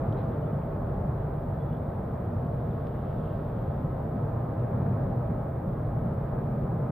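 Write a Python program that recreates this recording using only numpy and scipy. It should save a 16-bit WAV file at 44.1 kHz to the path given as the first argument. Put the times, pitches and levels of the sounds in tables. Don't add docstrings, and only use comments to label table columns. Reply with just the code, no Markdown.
import sys
import numpy as np
from scipy import signal
from scipy.fft import rfft, irfft, next_fast_len
from scipy.io import wavfile
from scipy.ndimage import uniform_filter1d

SR = 44100
rng = np.random.default_rng(int(sys.argv[2]) if len(sys.argv) > 2 else 0)


def digitize_waveform(pressure):
    field = np.atleast_2d(pressure).T
    bounded = np.clip(field, -1, 1)
    quanta = np.round(bounded * 32767).astype(np.int16)
    wavfile.write(sys.argv[1], SR, quanta)


def attenuation_scalar(level_db):
    decades = np.asarray(level_db, float) / 20
    return 10 ** decades


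N = 304731
TIME_S = np.arange(N) / SR
FRAME = next_fast_len(N)
HZ = np.fft.rfftfreq(FRAME, 1 / SR)

LAYER_SPLITS_HZ = [87, 135, 250]


def set_rms(x, db):
    return x * attenuation_scalar(db) / np.sqrt(np.mean(x ** 2))


def colour(table, hz):
    points = np.array(table, float)
    gain_db = np.interp(np.log(hz + 1), np.log(points[:, 0]), points[:, 1], left=-140, right=-140)
    return attenuation_scalar(gain_db)


def hiss(table):
    spectrum = rfft(rng.standard_normal(FRAME)) * colour(table, HZ)
    return set_rms(irfft(spectrum, FRAME)[:N], 0)


def swell(centre_s, rise_db, length_s):
    return rise_db * np.exp(-np.log(16) * ((TIME_S - centre_s) / length_s) ** 2)


def microphone_hiss():
    # (frequency [Hz], density [dB per Hz])
    mic_colour = [(3240, -35), (5500, -13.5), (6490, -15.5), (8640, -3), (9840, -10.5), (12900, 0.5),
                  (14700, 0.5), (15500, -5.5)]
    return attenuation_scalar(-75.5) * hiss(mic_colour)


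def night():
    # (frequency [Hz], density [dB per Hz])
    night_colour = [(1470, -28.5), (2500, -9), (2640, 0), (3530, -1), (4250, -7), (5930, -16),
                    (6500, -28.5), (8450, -52.5), (14300, -120)]
    # (time [s], rise [dB], pitch [Hz], length [s])
    breezes = [
        (.22, 3.5, 2800, 0.4),
        (3.203, 6.5, 2100, .8),
        (4.902, 1, 3500, 0.38),
        (5.6, -1.5, 3500, .4),
    ]
    side_db, patchy_db = -14, 0.6
    reach_octaves = 1.1
    air = rfft([hiss(night_colour), attenuation_scalar(side_db) * hiss(night_colour)], FRAME)
    out = 0
    for band_hz in range(1000, 9000, 1000):
        patch = np.interp(np.arange(N), np.linspace(0, N, 110), rng.standard_normal(110))
        breath_db = 0
        for s, rise_db, pitch_hz, length_s in breezes:
            nearness = np.exp(-(np.log2(band_hz / pitch_hz) / reach_octaves) ** 2)
            breath_db = breath_db + swell(s, rise_db, length_s) * nearness
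        share = np.clip(1 - np.abs(HZ - band_hz) / 1000, 0, 1)
        band = irfft(air * share, FRAME)[:, :N]
        out = out + band * attenuation_scalar(patchy_db * patch + breath_db)
    return out * attenuation_scalar(-76)


def ticks():
    # (time [s], peak [dB], centre [Hz], width [Hz], decay [s])
    grit = [(.1255, -50, 2700, 2000, .002), (.126, -67, 4700, 1600, .002), (.17, -64.5, 3900, 500, .04),
            (.172, -58, 2600, 1800, .04), (.2, -65, 3350, 300, .012), (.33, -63, 3200, 1100, .02),
            (.36, -69, 3300, 500, .012), (.615, -63, 2450, 400, .008), (2.708, -65, 3500, 400, .005),
            (2.8705, -48, 2600, 2000, .001), (2.871, -63, 4700, 1800, .001), (2.883, -63, 3000, 2000, .002),
            (4.598, -67, 3500, 1500, .003)]
    out, t = np.zeros(N), np.arange(4096) / SR
    for s, peak_db, centre_hz, width_hz, decay_s in grit:
        burst = rng.standard_normal(len(t)) * np.exp(-t / decay_s)
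        burst[0] += 0.27 / decay_s ** 0.5
        band_hz = [centre_hz - width_hz / 2, centre_hz + width_hz / 2]
        burst = signal.sosfilt(signal.butter(3, band_hz, "band", fs=SR, output="sos"), burst)
        out[int(s * SR):][:len(t)] += attenuation_scalar(peak_db) * burst / np.abs(burst).max()
    return out


def peeps():
    # (time [s], length [s], start [Hz], end [Hz], peak [dB])
    calls = [(.415, .032, 2960, 2970, -71), (.455, .04, 3480, 3450, -73), (.52, .025, 2980, 2980, -74),
             (1.587, .06, 3400, 3410, -68), (1.655, .015, 3400, 3400, -73),
             (1.684, .028, 3400, 3400, -69.5), (1.72, .02, 3400, 3400, -68.5),
             (1.743, .019, 3400, 3400, -68.5), (1.76, .02, 3400, 3400, -72), (1.695, .055, 2955, 2995, -70),
             (1.735, .03, 3070, 3085, -73)]
    out = np.zeros(N)
    breath = uniform_filter1d(rng.standard_normal(N), size=150)
    hoarse = 1 + 0.15 * set_rms(breath, 0)
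    for s, length_s, start_hz, end_hz, peak_db in calls:
        n = int(length_s * SR)
        phase = 2 * np.pi * np.cumsum(np.linspace(start_hz, end_hz, n)) / SR
        out[int(s * SR):][:n] += attenuation_scalar(peak_db) * np.hanning(n) * np.sin(phase)
    return out * hoarse


def echoes(modes, direct):
    t60_s, echo_share, dense_hz = 0.35, 0.5, 1880
    mode_depth = 0.96
    t = np.arange(SR) / SR
    decay = rng.standard_normal(SR) * 1000. ** (-t / t60_s)
    tail = rfft(set_rms(decay, 0) / np.sqrt(SR), FRAME)
    path = (direct + echo_share * tail) / np.hypot(direct, echo_share)
    dense = 1 / (1 + (dense_hz / (HZ + 1)) ** 12)
    ripple_db = 0
    for hz, width_hz, db in modes:
        ripple_db = ripple_db + db * np.exp(-np.log(16) * ((HZ - hz) / width_hz) ** 2)
    return path / np.abs(path) ** (1 - dense) * attenuation_scalar(mode_depth * ripple_db)


def vent():
    # (time [s], effort [dB])
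    effort = [(0.0, 1.3), (0.63, 0.1), (1.26, -3), (1.88, -0.8), (2.51, -0.9), (3.14, -0.7), (3.77, -0.5),
              (4.4, 2), (5.03, 4.5), (5.65, -1), (6.28, 0.2), (6.91, 2.8)]
    rest_db = [-41, -37.5, -36.5, -38.5]
    follow = [-.9, 1.25, -0.014, 0.35]
    # (time [s], rise [dB], pitch [Hz], length [s])
    bursts = [(0.06, 4, 60.0, 0.13), (0.1, 8.5, 98.0, 0.048), (0.26, 2, 51.0, 0.077),
              (0.48, 3.4, 96.0, 0.07), (0.95, 4, 56.0, 0.34), (1.15, 5, 99.0, 0.38), (1.52, 8, 113.0, 0.044),
              (1.63, 6, 113.0, 0.033), (1.69, 0, 55.0, 0.11), (1.89, 1, 110.0, 0.6), (2.25, -1.5, 49.0, 0.1),
              (2.26, 5, 117.0, 0.044), (2.37, 7, 113.0, 0.046), (2.58, 5, 118.0, 0.21),
              (3.32, 3, 114.0, 0.36), (3.69, 5.5, 112.0, 0.08), (3.88, 2, 52.0, 0.4), (4.3, 7, 116.0, 0.15),
              (4.81, 2, 49.0, 0.21), (4.81, 3.5, 117.0, 0.38), (5.07, 8.5, 51.0, 0.088),
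              (5.29, 5.6, 50.0, 0.17), (5.66, 1, 42.0, 0.06), (5.9, 4.5, 47.0, 0.086),
              (5.95, 6, 110.0, 0.37), (6.04, 3.5, 57.0, 0.09), (6.31, 3.5, 50.0, 0.18),
              (6.44, 0, 115.0, 0.1), (6.64, 7, 52.0, 0.05), (6.76, -1, 104.0, 0.042),
              (0.047, 3, 159.0, 0.12), (0.086, 2.5, 528.0, 0.31), (0.265, 4.5, 151.0, 0.059),
             (0.35, 2.5, 532.0, 0.058), (0.416, 3.5, 183.0, 0.081), (0.485, 2.5, 548.0, 0.075),
             (0.556, 7, 161.0, 0.065), (0.735, 1.5, 543.0, 0.065), (0.97, 1.5, 541.0, 0.33),
             (1.05, 4, 161.0, 0.15), (1.286, 1.5, 538.0, 0.18), (1.724, 6.5, 174.0, 0.035),
             (2.445, 6.5, 161.0, 0.042), (2.697, 3.5, 154.0, 0.07), (3.188, 5, 155.0, 0.057),
             (3.484, 1, 520.0, 0.037), (3.853, 6.5, 155.0, 0.06), (4.184, 4.5, 189.0, 0.09),
             (4.21, 0.5, 575.0, 0.15), (4.853, 6.5, 180.0, 0.21), (4.873, 0.5, 517.0, 0.28),
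             (5.094, 6, 181.0, 0.058), (5.305, 5.4, 153.0, 0.045), (5.322, 1, 508.0, 0.056),
             (5.672, 6.5, 155.0, 0.048), (5.995, 0.5, 522.0, 0.12), (6.055, 5.6, 153.0, 0.15),
             (6.218, 0.5, 564.0, 0.073), (6.36, 1.5, 509.0, 0.1), (6.65, 5, 176.0, 0.52)]
    effort_db = np.interp(TIME_S, *np.transpose(effort))
    levels = np.outer(follow, effort_db) + np.array(rest_db)[:, None]
    for s, rise_db, pitch_hz, length_s in bursts:
        levels[np.searchsorted(LAYER_SPLITS_HZ, pitch_hz)] += swell(s, rise_db, length_s)
    return levels


def fountain():
    # (frequency [Hz], density [dB per Hz])
    centre_colour = [(15, -41), (25, -7), (70, 1.5), (107, 1.5), (130, -0.5), (240, -12), (275, -15),
                     (678, -16), (746, -22.5), (805, -21), (939, -25), (1280, -29.5), (2450, -50.5),
                     (3180, -84), (5390, -120)]
    # (frequency [Hz], density [dB per Hz])
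    side_colour = [(59, -47), (100, -15.5), (177, -19.5), (242, -11.5), (291, -10.5), (398, -10.5),
                   (521, -1.5), (664, 0), (733, -4.5), (1300, -18.5), (3000, -47), (3900, -76.5),
                   (6600, -120)]
    # (frequency [Hz], width [Hz], gain [dB])
    centre_modes = [(43.7, 24, 5), (120.8, 13, 4.5), (147, 14, 4.5), (173.2, 8, -6), (197, 9.4, 3),
                    (198, 7.7, -3.5), (217.2, 12, -2), (250, 56, 2.5), (268.4, 17, -4), (314, 39, 1),
                    (338, 13, -1.6), (342, 12, 3.5), (355, 25, -3.5), (403, 23, 4.5), (419, 26, -5.5),
                    (458.3, 26, 5), (460, 15, -3), (493, 27, -1), (525, 13, -4.5), (532, 16, 5),
                    (579, 15, 0.5), (601, 27, 3.0), (624, 15, -3), (659.5, 6.1, 6), (678, 14, -2),
                    (713, 34, 5.5), (717, 28, -4), (744, 13, 1.1),
                    (802, 28, 4.5), (838, 15, -4.8), (880, 28, 2.6), (925, 15, 2.6), (961, 28, -4.9),
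                  (980, 22, 5.8), (999, 24, -6.2), (1024, 24, 5.4), (1054, 28, -3.4), (1097, 23, 5.1),
                  (1145, 27, -5.0), (1200, 23, 3.8), (1226, 24, -3.7), (1241, 16, 3.1), (1261, 19, -6.0),
                  (1283, 28, 7.2), (1343, 24, -5.9), (1381, 14, 3.3), (1448, 28, -2.6), (1560, 28, 4.9),
                  (1577, 20, -6.9), (1639, 22, 4.3), (1655, 17, -3.5), (1736, 20, 3.2), (1755, 23, -5.8),
                  (1795, 28, 2.5), (1816, 15, -3.8), (1833, 21, 2.5)]
    # (frequency [Hz], width [Hz], gain [dB])
    side_modes = [(245, 34, 6.5), (301, 27, -5.5), (326, 40, 2.5), (361, 15, -0.5), (377, 16, 1),
                  (392, 40, -3.5), (462, 21, 7), (487, 35, -5), (536, 40, 5.5), (563, 42, -8.5),
                  (594, 14, 3.5), (630, 14, -5.5), (647, 24, 4.5), (668, 18, -7.5), (690, 27, 7.5),
                  (723, 40, -8.5), (765, 34, 4), (805, 13, -3), (856, 22, 5.5), (960, 36, -7),
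                  (981, 40, 1.5), (1011, 14, -2.5), (1059, 20, 4.5), (1094, 20, -6), (1171, 27, 4),
                  (1237, 40, -9), (1269, 40, 7.5), (1365, 39, -5), (1429, 40, 1), (1466, 25, -2)]
    steadiness = [1, 0.52, 0.59, 0.54]
    jet = rfft(rng.standard_normal(FRAME))
    centre = jet * colour(centre_colour, HZ) * echoes(centre_modes, 1)
    side = jet * colour(side_colour, HZ) * echoes(side_modes, 0)
    side *= attenuation_scalar(-17.5) * np.linalg.norm(centre) / np.linalg.norm(side)
    below = [0] + [1 / (1 + (HZ / hz) ** 20) for hz in LAYER_SPLITS_HZ] + [1]
    out = 0
    for k, layer_db in enumerate(vent()):
        band = below[k + 1] - below[k]
        layer = irfft(band * np.array([centre, side]), FRAME)[:, :N]
        power = uniform_filter1d(layer[0] ** 2, size=3000)
        flutter = uniform_filter1d(power, size=3000) ** 0.5
        layer = layer / flutter ** np.clip(steadiness[k], 0, 1)
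        out = out + layer / np.std(layer[0]) * attenuation_scalar(layer_db)
    return out


def scene():
    centre, side = fountain() + night()
    centre = centre + ticks() + peeps()
    return np.array([centre + side, centre - side])


def roll_off(x):
    return signal.sosfilt(signal.butter(12, 15370, fs=SR, output="sos"), x)


def record(dry):
    low_cut = signal.butter(2, 23, "high", fs=SR, output="sos")
    wet = signal.sosfilt(low_cut, dry + microphone_hiss())
    fade = np.sin(np.pi / 2 * np.clip(np.arange(N, 0, -1) / 300, 0, 1)) ** 2
    return roll_off(wet * fade)


dry = scene()
out = record(dry)
digitize_waveform(out)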